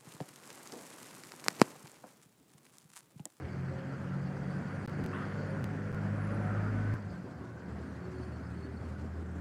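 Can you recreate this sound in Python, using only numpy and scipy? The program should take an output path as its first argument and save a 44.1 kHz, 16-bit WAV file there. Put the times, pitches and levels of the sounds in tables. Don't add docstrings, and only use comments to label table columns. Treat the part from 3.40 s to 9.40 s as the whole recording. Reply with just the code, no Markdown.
import sys
import numpy as np
from scipy import signal
from scipy.io import wavfile
from scipy.ndimage import uniform_filter1d

SR = 44100
rng = np.random.default_rng(int(sys.argv[2]) if len(sys.argv) > 2 else 0)


def log_audio(samples):
    frames = np.atleast_2d(samples).T
    limited = np.clip(frames, -1, 1)
    pcm = np.round(limited * 32767).astype(np.int16)
    wavfile.write(sys.argv[1], SR, pcm)


def attenuation_scalar(level_db):
    decades = np.asarray(level_db, float) / 20
    return 10 ** decades


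N = 264732
T = np.arange(N) / SR

# time_s, half_firing_rate_hz
SPEED = [
    (0, 43.86),
    (.8, 46.36),
    (2.24, 50.1),
    (2.9, 51.46),
    (3.53, 52.34),
    (3.7, 49.5),
    (4.0, 41.1),
    (4.2, 38.87),
    (6.01, 40.6),
]
# time_s, load_db, firing_beat_against_load_db
LOAD = [(0, -50.5, 1), (.23, -52, 11), (.33, -50, 3), (.62, -49, 0), (.8, -50, 3.5), (1.0, -47.5, -2),
        (1.44, -45.5, -3), (1.62, -46, 0), (1.8, -45.5, -4.5), (2.24, -46, -1), (2.42, -47, -2),
        (2.56, -46.5, 0.5), (3.05, -43, -5), (3.53, -45, 0), (3.58, -51, -7.5), (4.17, -55.5, -11.5),
        (4.32, -52, -3.5), (6.01, -56, 4.5)]
MAIN_DB = [-1.5, -0.5, -8.5]
# multiple, index_of_main_level_followed (whole part), level_against_it_db
MINOR = [(1, 0, -10.5), (3.5, -1, -15), (4.5, 2, -22), (5, -1, -23.5), (6, 2.2, -17.5)]
# start_s, end_s,
# multiple, level_db
SWELLS = [(0, .2, 12.2, -61), (.25, .75, 11.9, -57), (.78, 1.2, 11, -59), (1.8, 2.12, 9.6, -56),
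          (2.08, 2.62, 8, -53), (2.6, 2.8, 9.9, -57), (2.7, 3.2, 10.9, -51), (2.9, 3.3, 6.75, -54),
          (3.15, 3.55, 12, -55), (2.8, 2.92, 26.75, -55), (2.91, 3.03, 26.7, -52), (3.05, 3.18, 26.6, -53),
          (3.25, 3.31, 26.9, -52), (3.04, 3.3, 24.9, -52), (3.31, 3.53, 28.8, -53),
          (3.05, 3.35, 23.95, -59), (2.5, 2.63, 27.6, -59), (2.68, 2.77, 27.7, -57),
          (2.95, 3.04, 29.6, -58), (3.09, 3.21, 29.85, -53), (3.2, 3.3, 23.4, -58), (3.23, 3.32, 28, -55),
          (2.84, 2.96, 23.7, -58), (1.95, 2.1, 11.9, -52), (1.98, 2.27, 10.85, -53), (1.63, 1.79, 9.7, -54),
          (2.38, 2.6, 9.65, -55), (3.0, 3.12, 14.1, -53), (2.9, 3.2, 10.05, -56), (3.26, 3.35, 8.35, -52),
          (3.3, 3.55, 5.2, -49), (2.98, 3.12, 5.3, -52), (.3, .47, 11.9, -54), (.84, .93, 16.3, -58),
          (3.1, 3.2, 27.6, -58), (1.38, 1.7, 15.6, -62), (5.5, 5.85, 5.05, -51)]
# center_hz, width_hz, lift_db
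BOOM = [(81.5, 6.26, 10.5), (98.88, 3.3, 2.5), (104.5, 5.4, 13), (118.4, 3.9, 4), (139.9, 5.3, 7.5),
        (131.8, 3, -2), (149.5, 8.3, 5), (186.2, 9, 12.5), (198.5, 9.4, 8.5), (206.3, 6, 9)]
# frequency_hz, level_db (per Hz)
COLOUR = [(30, -48.5), (60, -13), (100, 2.5), (200, 2.5), (320, -7.5), (560, -11.5), (820, -16),
          (1430, -14.5), (2000, -23), (2700, -34), (3700, -47), (6000, -45.5), (10000, -54), (16000, -72.5)]
# center_hz, width_hz, level_against_roar_db
PANELS = [(505, 210, -15.5), (727, 21, -18.5), (1180, 350, -30.5), (1403, 510, -15)]
# start_s, end_s, pitch_hz, level_db
STRANDS = [(.35, .43, 1340, -55), (.5, .56, 1362, -51), (.62, .86, 1350, -57), (1.06, 1.2, 1560, -58),
           (1.0, 1.2, 1430, -57), (1.24, 1.46, 1420, -56), (1.33, 1.41, 1510, -54), (1.37, 1.45, 1590, -56),
           (1.68, 1.8, 1590, -54), (1.95, 2.02, 1480, -54), (2.05, 2.11, 1430, -54),
           (2.12, 2.19, 1470, -53), (2.2, 2.24, 1420, -55), (2.3, 2.52, 1370, -56), (2.53, 2.6, 1430, -52),
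           (2.02, 2.06, 1110, -56), (4.14, 4.26, 1550, -61), (4.12, 4.33, 1500, -62),
           (4.18, 4.28, 1660, -63), (4.41, 4.53, 1480, -60), (4.4, 4.53, 1230, -63), (5.0, 5.13, 1470, -61),
           (5.0, 5.16, 1370, -64), (5.05, 5.2, 1280, -63), (5.33, 5.41, 1470, -60), (5.35, 5.5, 1650, -63),
           (5.35, 5.55, 1280, -64), (5.54, 5.63, 1480, -62), (3.62, 3.8, 1560, -60),
           (3.86, 3.97, 1580, -60), (3.66, 3.78, 1380, -61), (4.0, 4.14, 1480, -62), (3.64, 3.76, 720, -58),
           (3.84, 4.0, 720, -58), (4.2, 4.3, 950, -60), (3.98, 4.12, 1110, -63)]
# start_s, peak_db, low_hz,
# high_hz, t60_s
RATTLES = [(1.72, -43.5, 950, 1900, 1.1), (1.725, -53, 1800, 3100, .9), (3.545, -51, 800, 1800, .25),
           (.015, -60, 1900, 2300, 1.0), (.02, -67, 2400, 3400, .6), (.36, -66, 2700, 3400, 1.0),
           (.66, -64, 2400, 3200, .3), (3.04, -52, 1150, 1600, 1.6), (2.82, -55, 1050, 1350, 1.2),
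           (3.541, -66, 3000, 14000, .08), (2.62, -53, 850, 1250, 1.5), (1.73, -72, 7500, 11000, .6)]
# start_s, peak_db, pitch_hz, t60_s
KNOCKS = [(1.729, -43, 1120, .09), (1.733, -41, 1330, .04), (1.73, -47, 2640, .06), (1.745, -41, 1480, .14),
          (1.767, -41, 2000, .05), (1.783, -42, 1350, .05), (1.808, -40, 1250, .07), (1.88, -45, 1100, .08),
          (5.247, -36, 290, .06), (5.337, -36, 215, .12), (5.597, -40, 202, .12), (5.673, -39, 194, .1),
          (4.5, -37, 221, .1), (4.318, -37, 183, .1), (5.32, -46, 640, .06), (3.542, -46, 1100, .08),
          (3.55, -46, 1600, .08), (3.552, -36, 195, .1), (1.746, -45, 1050, .06), (1.738, -43, 1700, .03),
          (1.757, -43, 1250, .04), (1.77, -44, 1150, .05), (1.778, -45, 1800, .05), (1.812, -45, 1650, .06),
          (1.826, -45, 1400, .1), (1.838, -46, 1600, .05), (1.746, -56, 3300, .04)]
NOTE_HZ = [176.8, 177.6, 202, 234, 250, 269.6, 368.6, 390, 100.5, 115.8, 79, 132.3]
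# start_s, end_s, index_into_NOTE_HZ, level_db
NOTES = [(.16, .28, 1, -44), (.44, .62, 1, -50), (1.02, 1.32, 1, -46), (3.64, 3.84, 1, -47),
         (4.2, 4.42, 1, -51), (4.52, 4.72, 1, -51), (4.88, 5.28, 1, -51), (5.82, 6.1, 1, -49),
         (1.22, 1.45, 2, -50), (3.6, 3.8, 2, -50), (4.24, 4.56, 2, -51), (3.25, 3.5, 3, -46),
         (5.2, 5.3, 4, -54), (.45, .57, 5, -47), (.57, .76, 5, -53), (1.55, 1.88, 5, -48),
         (2.15, 2.45, 5, -50), (4.4, 4.6, 5, -54), (4.68, 4.82, 5, -51), (3.85, 4.1, 5, -56),
         (4.95, 5.15, 5, -55), (5.68, 5.78, 2, -50), (4.42, 4.56, 9, -53), (2.85, 3.4, 1, -50),
         (.05, .48, 6, -60), (1.5, 1.88, 6, -49), (4.6, 4.92, 6, -50), (4.25, 4.5, 6, -58),
         (3.85, 4.3, 6, -59), (5.15, 5.36, 7, -54), (3.63, 3.73, 8, -45), (.17, .31, 11, -44),
         (4.88, 5.2, 9, -52), (4.26, 4.46, 10, -47), (.92, 1.02, 7, -51), (.28, .42, 6, -55),
         (3.95, 4.25, 9, -51)]
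# time_s, level_db
CHORUS = [
    (0, -67),
    (.9, -68),
    (1.4, -69.5),
    (1.95, -64.5),
    (2.3, -71.5),
    (3.5, -69),
    (4.1, -74.5),
    (4.8, -70),
    (6.01, -82),
]
# start_s, end_s, body_hz, level_db
BOUTS = [(.82, .92, 4500, -74), (.94, 1.0, 4520, -74), (1.09, 1.15, 4520, -73), (1.25, 1.37, 4540, -73),
         (1.85, 1.9, 4400, -71), (4.75, 4.89, 4460, -75), (4.9, 4.97, 4440, -74), (4.61, 4.66, 4430, -75),
         (5.16, 5.28, 4400, -76), (4.43, 4.51, 4220, -77), (5.03, 5.08, 5120, -71), (5.0, 5.08, 4600, -76),
         (5.1, 5.13, 4200, -75), (4.96, 5.02, 5950, -78), (4.5, 4.57, 5880, -80), (4.76, 4.85, 5900, -81)]
# start_s, end_s, body_hz, level_db
HIGH_BOUTS = [(.85, .95, 9270, -86), (1.04, 1.24, 8870, -85), (1.05, 1.22, 9240, -87),
              (1.27, 1.47, 9250, -81), (1.3, 1.6, 9060, -84), (1.68, 1.85, 9150, -81),
              (1.86, 2.0, 9310, -82), (2.04, 2.16, 9120, -84), (2.07, 2.22, 9310, -81),
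              (2.4, 2.6, 9150, -84), (4.44, 4.58, 8810, -88), (4.73, 4.92, 8870, -86),
              (4.41, 4.5, 8620, -84), (4.39, 4.56, 8990, -86), (4.74, 4.97, 8700, -83),
              (4.7, 4.99, 9070, -86), (5.04, 5.16, 8600, -84), (5.06, 5.3, 8980, -87),
              (5.3, 5.44, 8230, -88), (5.33, 5.4, 8960, -86), (5.08, 5.3, 8800, -86),
              (5.3, 5.45, 8600, -89)]
# start_s, end_s, level_db
CICADA = (2.71, 3.13, -74.5)
# start_s, length_s, body_hz, level_db
THROBS = [(4.639, 0.024, 4450, -64), (4.67, 0.022, 4160, -75), (4.76, 0.013, 4400, -70),
          (4.777, 0.017, 4440, -63), (4.813, 0.039, 4440, -64), (4.86, 0.024, 4430, -71),
          (4.914, 0.04, 4440, -65), (5.142, .02, 4390, -69), (5.169, 0.019, 4400, -68),
          (5.197, 0.028, 4400, -66), (5.218, 0.042, 4400, -63), (5.243, 0.027, 4470, -71),
          (5.285, .018, 4400, -77), (5.366, 0.018, 4410, -62), (5.399, 0.016, 4400, -71),
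          (5.435, .04, 4410, -72), (4.958, .014, 4430, -70), (5.907, .016, 8000, -71),
          (5.855, 0.022, 7250, -75), (5.947, .03, 7340, -76), (5.98, .008, 7000, -70)]
# frequency_hz, level_db (per Hz)
AIR = [(40, -42.5), (70, 5), (145, -5.5), (230, -0.5), (360, -4), (600, -13.5), (1500, -20), (2400, -32),
       (3500, -36.5), (4500, -37), (7500, -39.5), (9500, -45.5), (12000, -51), (16000, -79)]
# time_s, share_left
RUMBLE = [
    (0, 1),
    (1.5, 1),
    (1.75, 0.41),
    (3.5, .45),
    (3.65, 0.96),
    (6.01, .8),
]
# start_s, silence_s, step_at_both_edges, step_at_catch_up (full scale = 1)
STALLS = [
    (1.4605, .016, .0135, -.011),
    (1.6395, .003, -.0175, -.034),
    (2.2195, .003, -.004, -.05),
    (2.5195, .007, -.006, -.013),
    (3.5195, 0, 0, .015),
]
# time_s, lost_s
LOST = (3.5395, .0038)

TICKS_PER_S, THROBS_PER_S = 190, 28
FLUTTER_DB = 2


def exhaust(turns, levels_db):
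    lines = [(2, 0, 0), (3, 1, 0), (4, 2, 0)] + MINOR
    out = sum(tone(k * turns, levels_db[int(c)] + db) for k, c, db in lines)
    for start, end, k, db in SWELLS:
        part, swell = bloom(start, end)
        strand = tone(k * turns[part], db, T[part], .005 * k, 1.8)
        out[part] += swell * flutter(T[part], FLUTTER_DB * k / 27) * strand
    return out


def multiples(hz, beat_db):
    def lift(f):
        gain = attenuation_scalar(-11)
        for mid, width, db in BOOM:
            gain = gain + attenuation_scalar(db) / (1 + (1.144 * (f - mid) / width) ** 2) ** 2
        return gain

    return [beat_db + db + 20 * np.log10(lift((k + 2) * hz)) for k, db in enumerate(MAIN_DB)]


def roar(turns, level_db, bright_db):
    pulse = 1 + 0.12 * np.cos(4 * np.pi * turns) + 0.13 * np.cos(6 * np.pi * turns)
    puffs = patchy(0.93) * pulse
    wide = coloured(puffs, COLOUR)
    top = signal.sosfilt(signal.butter(2, 900, "high", fs=SR, output="sos"), wide)
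    ring = sum(attenuation_scalar(db) * ringing(puffs, hz, width) for hz, width, db in PANELS)
    return attenuation_scalar(level_db) * (attenuation_scalar(5.0) * (wide + (attenuation_scalar(bright_db) - 1) * top) + ring)


def whine():
    out = np.zeros(N)
    for start, end, hz, db in STRANDS:
        part, swell = bloom(start, end)
        turns = hz * T[part] + .1 * wander(.006, T[part])
        out[part] += swell * flutter(T[part], FLUTTER_DB) * tone(turns, db - 3, T[part], .25, 2.2)
    return out


def rattles():
    out = np.zeros(N)
    clumps = rng.standard_normal(N) * attenuation_scalar(3.0 * wander(.005))
    for start, db, low_hz, high_hz, t60 in RATTLES:
        part = slice(round(start * SR), round((start + t60) * SR))
        u = T[part] - T[part][0]
        band = signal.butter(3, [low_hz, high_hz], "band", fs=SR, output="sos")
        ring = evened(signal.sosfilt(band, clumps[part]))
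        out[part] += attenuation_scalar(db - 60 * u / t60) * np.minimum(u / (0.037 * t60), 1) * ring
    return out


def knocks():
    out, u = np.zeros(N), T[:SR // 5]
    for start, db, hz, t60 in KNOCKS:
        envelope = attenuation_scalar(db - 60 * u / t60) * np.minimum(u / 0.0024, 1)
        out[round(start * SR):][:len(u)] += envelope * np.sin(2 * np.pi * hz * u)
    return out


def room_notes():
    out = np.zeros(N)
    for start, end, note, db in NOTES:
        part, swell = bloom(start, end)
        out[part] += swell * tone(NOTE_HZ[note] * T[part], db, T[part], .04, 1.6)
    return out


def insects():
    low_db = curves(CHORUS)[0] + .8 * wander(0.13)
    fizz = rng.standard_normal(N) * attenuation_scalar(3.4 * wander(0.012))
    out = attenuation_scalar(low_db - 7.5 + 2.2 * wander(0.045)) * ringing(fizz, 4620, 960)
    out += attenuation_scalar(low_db - 9) * chirps(count=500, low_hz=4150, high_hz=5000)
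    out += attenuation_scalar(low_db - 12) * chirps(count=1400, low_hz=5000, high_hz=8300)
    out += attenuation_scalar(low_db - 9) * chirps(count=600, low_hz=2100, high_hz=3400)

    throb_turns = THROBS_PER_S * T + .1 * wander(.1)
    throb = attenuation_scalar(2.5 * wander(.012) + 4 * np.cos(2 * np.pi * throb_turns) - .5)
    high = np.full(N, attenuation_scalar(-95))
    for rows, side_db, join in ((BOUTS, -13, 0), (HIGH_BOUTS, -10, attenuation_scalar(4.5))):
        for start, end, hz, db in rows:
            part, swell = bloom(start, end)
            ticks = 0
            for k in range(-2, 3):
                line_turns = (hz + k * TICKS_PER_S) * T[part] + rng.random()
                ticks = ticks + attenuation_scalar(side_db * abs(k)) * np.cos(2 * np.pi * line_turns)
            out[part] += attenuation_scalar(db) * swell * throb[part] * ticks
            high[part] += join * attenuation_scalar(db) * swell

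    start, end, cicada_db = CICADA
    part, swell = bloom(start, end)
    out[part] += attenuation_scalar(cicada_db) * swell ** 1.49 * ringing(fizz, 9900, 420)[part]
    return out + attenuation_scalar(-13.0) * high * ringing(fizz, 9000, 870)


def throbs():
    out = np.zeros(N)
    for start, length, hz, db in THROBS:
        u = T[:round(length * SR)]
        ticks = 1 + 0.27 * np.cos(2 * np.pi * (TICKS_PER_S * u + rng.random()))
        throb = np.sin(np.pi * u / length) * ticks * np.sin(2 * np.pi * hz * u)
        out[round(start * SR):][:len(u)] += attenuation_scalar(db) * throb
    return out


def chirps(count, low_hz, high_hz):
    out = np.zeros(N + SR)
    for start, pitch, length, size in rng.random((count, 4)):
        u = np.arange(round((0.018 + 0.024 * length) * SR))
        hz = low_hz + (high_hz - low_hz) * pitch
        note = np.hanning(len(u)) * np.sin(2 * np.pi * hz * u / SR)
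        out[round(start * N):][:len(u)] += attenuation_scalar(-12 * size) * note
    return evened(out[:N])


def outdoor_air():
    level = attenuation_scalar(-48.5 + 1.0 * wander(0.037) + 1.02 * wander(.012))
    return level * coloured(patchy(2.28), AIR)


def thinned(x):
    deep = signal.sosfiltfilt(signal.butter(3, 115, fs=SR, output="sos"), x)
    return x - (1 - np.clip(curves(RUMBLE)[0], 0, 1)) * deep


def evened(x):
    return x / np.sqrt(np.mean(x ** 2) + 1e-20)


def curves(rows):
    s, *columns = np.transpose(rows)
    return [np.interp(T, s, c, c[0], c[-1]) for c in columns]


def wander(span_s, t=T):
    size = max(round(span_s * SR / 64), 2)
    slow = rng.standard_normal(N // 64 + 2)
    slow = uniform_filter1d(uniform_filter1d(slow, size), size)
    return np.interp(t, np.arange(len(slow)) * 64 / SR, evened(slow))


def flutter(t, depth_db):
    return attenuation_scalar(depth_db * wander(.008, t) - .12 * depth_db ** 2)


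def bloom(start, end):
    part = slice(max(round(start * SR), 0), round(end * SR))
    return part, np.sin(np.pi * np.clip((T[part] - start) / (end - start), 0, 1)) ** 0.29


def tone(turns, level_db, t=T, drift=0.0038, waver_db=1.06):
    level = np.sqrt(2) * attenuation_scalar(level_db + waver_db * wander(0.075, t))
    return level * np.cos(2 * np.pi * (turns + rng.random() + drift * wander(0.033, t)))


def resonate(x, hz, width):
    turn = np.exp(2j * np.pi * np.cumsum(hz * np.ones(N)) / SR)
    r = np.exp(-np.pi * width / SR)
    return 2 * (turn * signal.lfilter([1 - r], [1, -r], x / turn)).real


def ringing(x, hz, width):
    return evened(resonate(resonate(x, hz, width), hz, width))


def coloured(x, points):
    f, db = np.transpose(points)
    hz = abs(np.fft.fftfreq(8192, 1 / SR))
    log_gain = np.log(attenuation_scalar(np.interp(np.log(hz + 1), np.log(f), db)))
    taps = np.fft.ifft(np.exp(np.conj(signal.hilbert(log_gain)))).real[:4096]
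    return evened(signal.oaconvolve(x, taps)[:N])


def patchy(patchy_db):
    a, b, patches = rng.standard_normal((N // 128 + 5, 257, 3)).T
    patches = evened(uniform_filter1d(uniform_filter1d(patches, 8, 0), 16, 1))
    spectrum = (a + 1j * b) * attenuation_scalar(patchy_db * patches)
    return evened(signal.istft(spectrum, nperseg=512, noverlap=384)[1][:N])


def scene():
    hz = curves(SPEED)[0]
    load_db, beat_db = curves(LOAD)
    lost_at, lost_s = LOST
    turns = np.cumsum(hz) / SR + hz * lost_s * (T > lost_at)
    bright_db = 2 + 0.27 * beat_db
    noise = thinned(outdoor_air() + roar(turns, load_db, bright_db))
    engine = exhaust(turns, multiples(hz, load_db + beat_db)) + whine()
    load = rattles() + knocks()
    return (engine + load + room_notes() + insects() + throbs() + noise)[None]


def stalled(x):
    catch_up_s = .02
    settle = np.exp(-np.arange(130) / 50)
    out = x.copy()
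    for start, silence, edge, skip in STALLS:
        a, b, c = (round(s * SR) for s in (start, start + silence, start + silence + catch_up_s))
        out[a:b] = 0
        out[b:c] = x[a:a + c - b]
        if silence:
            out[a - 130:a] -= (edge + out[a - 1]) * settle[::-1]
            out[b:b + 130] -= (edge + out[b]) * settle
        miss = .5 * (skip - out[c] + out[c - 1])
        out[c - 130:c] -= miss * settle[::-1]
        out[c:c + 130] += miss * settle
    thump = .008 * np.hanning(round(.016 * SR))
    out[round(LOST[0] * SR) - len(thump) // 2:][:len(thump)] += thump
    return out


def roll_off(x):
    return signal.sosfilt(signal.butter(12, 16650, fs=SR, output="sos"), x)


def record(dry):
    hissy = dry[0] + attenuation_scalar(-85) * rng.standard_normal(N)
    cut = signal.sosfilt(signal.butter(5, 60, "high", fs=SR, output="sos"), hissy)
    band_limit = signal.firwin(511, 15850, window=("kaiser", 9), fs=SR)
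    out = signal.oaconvolve(stalled(cut), band_limit, "same")
    out *= np.sin(.5 * np.pi * np.minimum((T[-1] - T) / .004, 1)) ** 2
    return roll_off(out[None])


dry = scene()
out = record(dry)
log_audio(out)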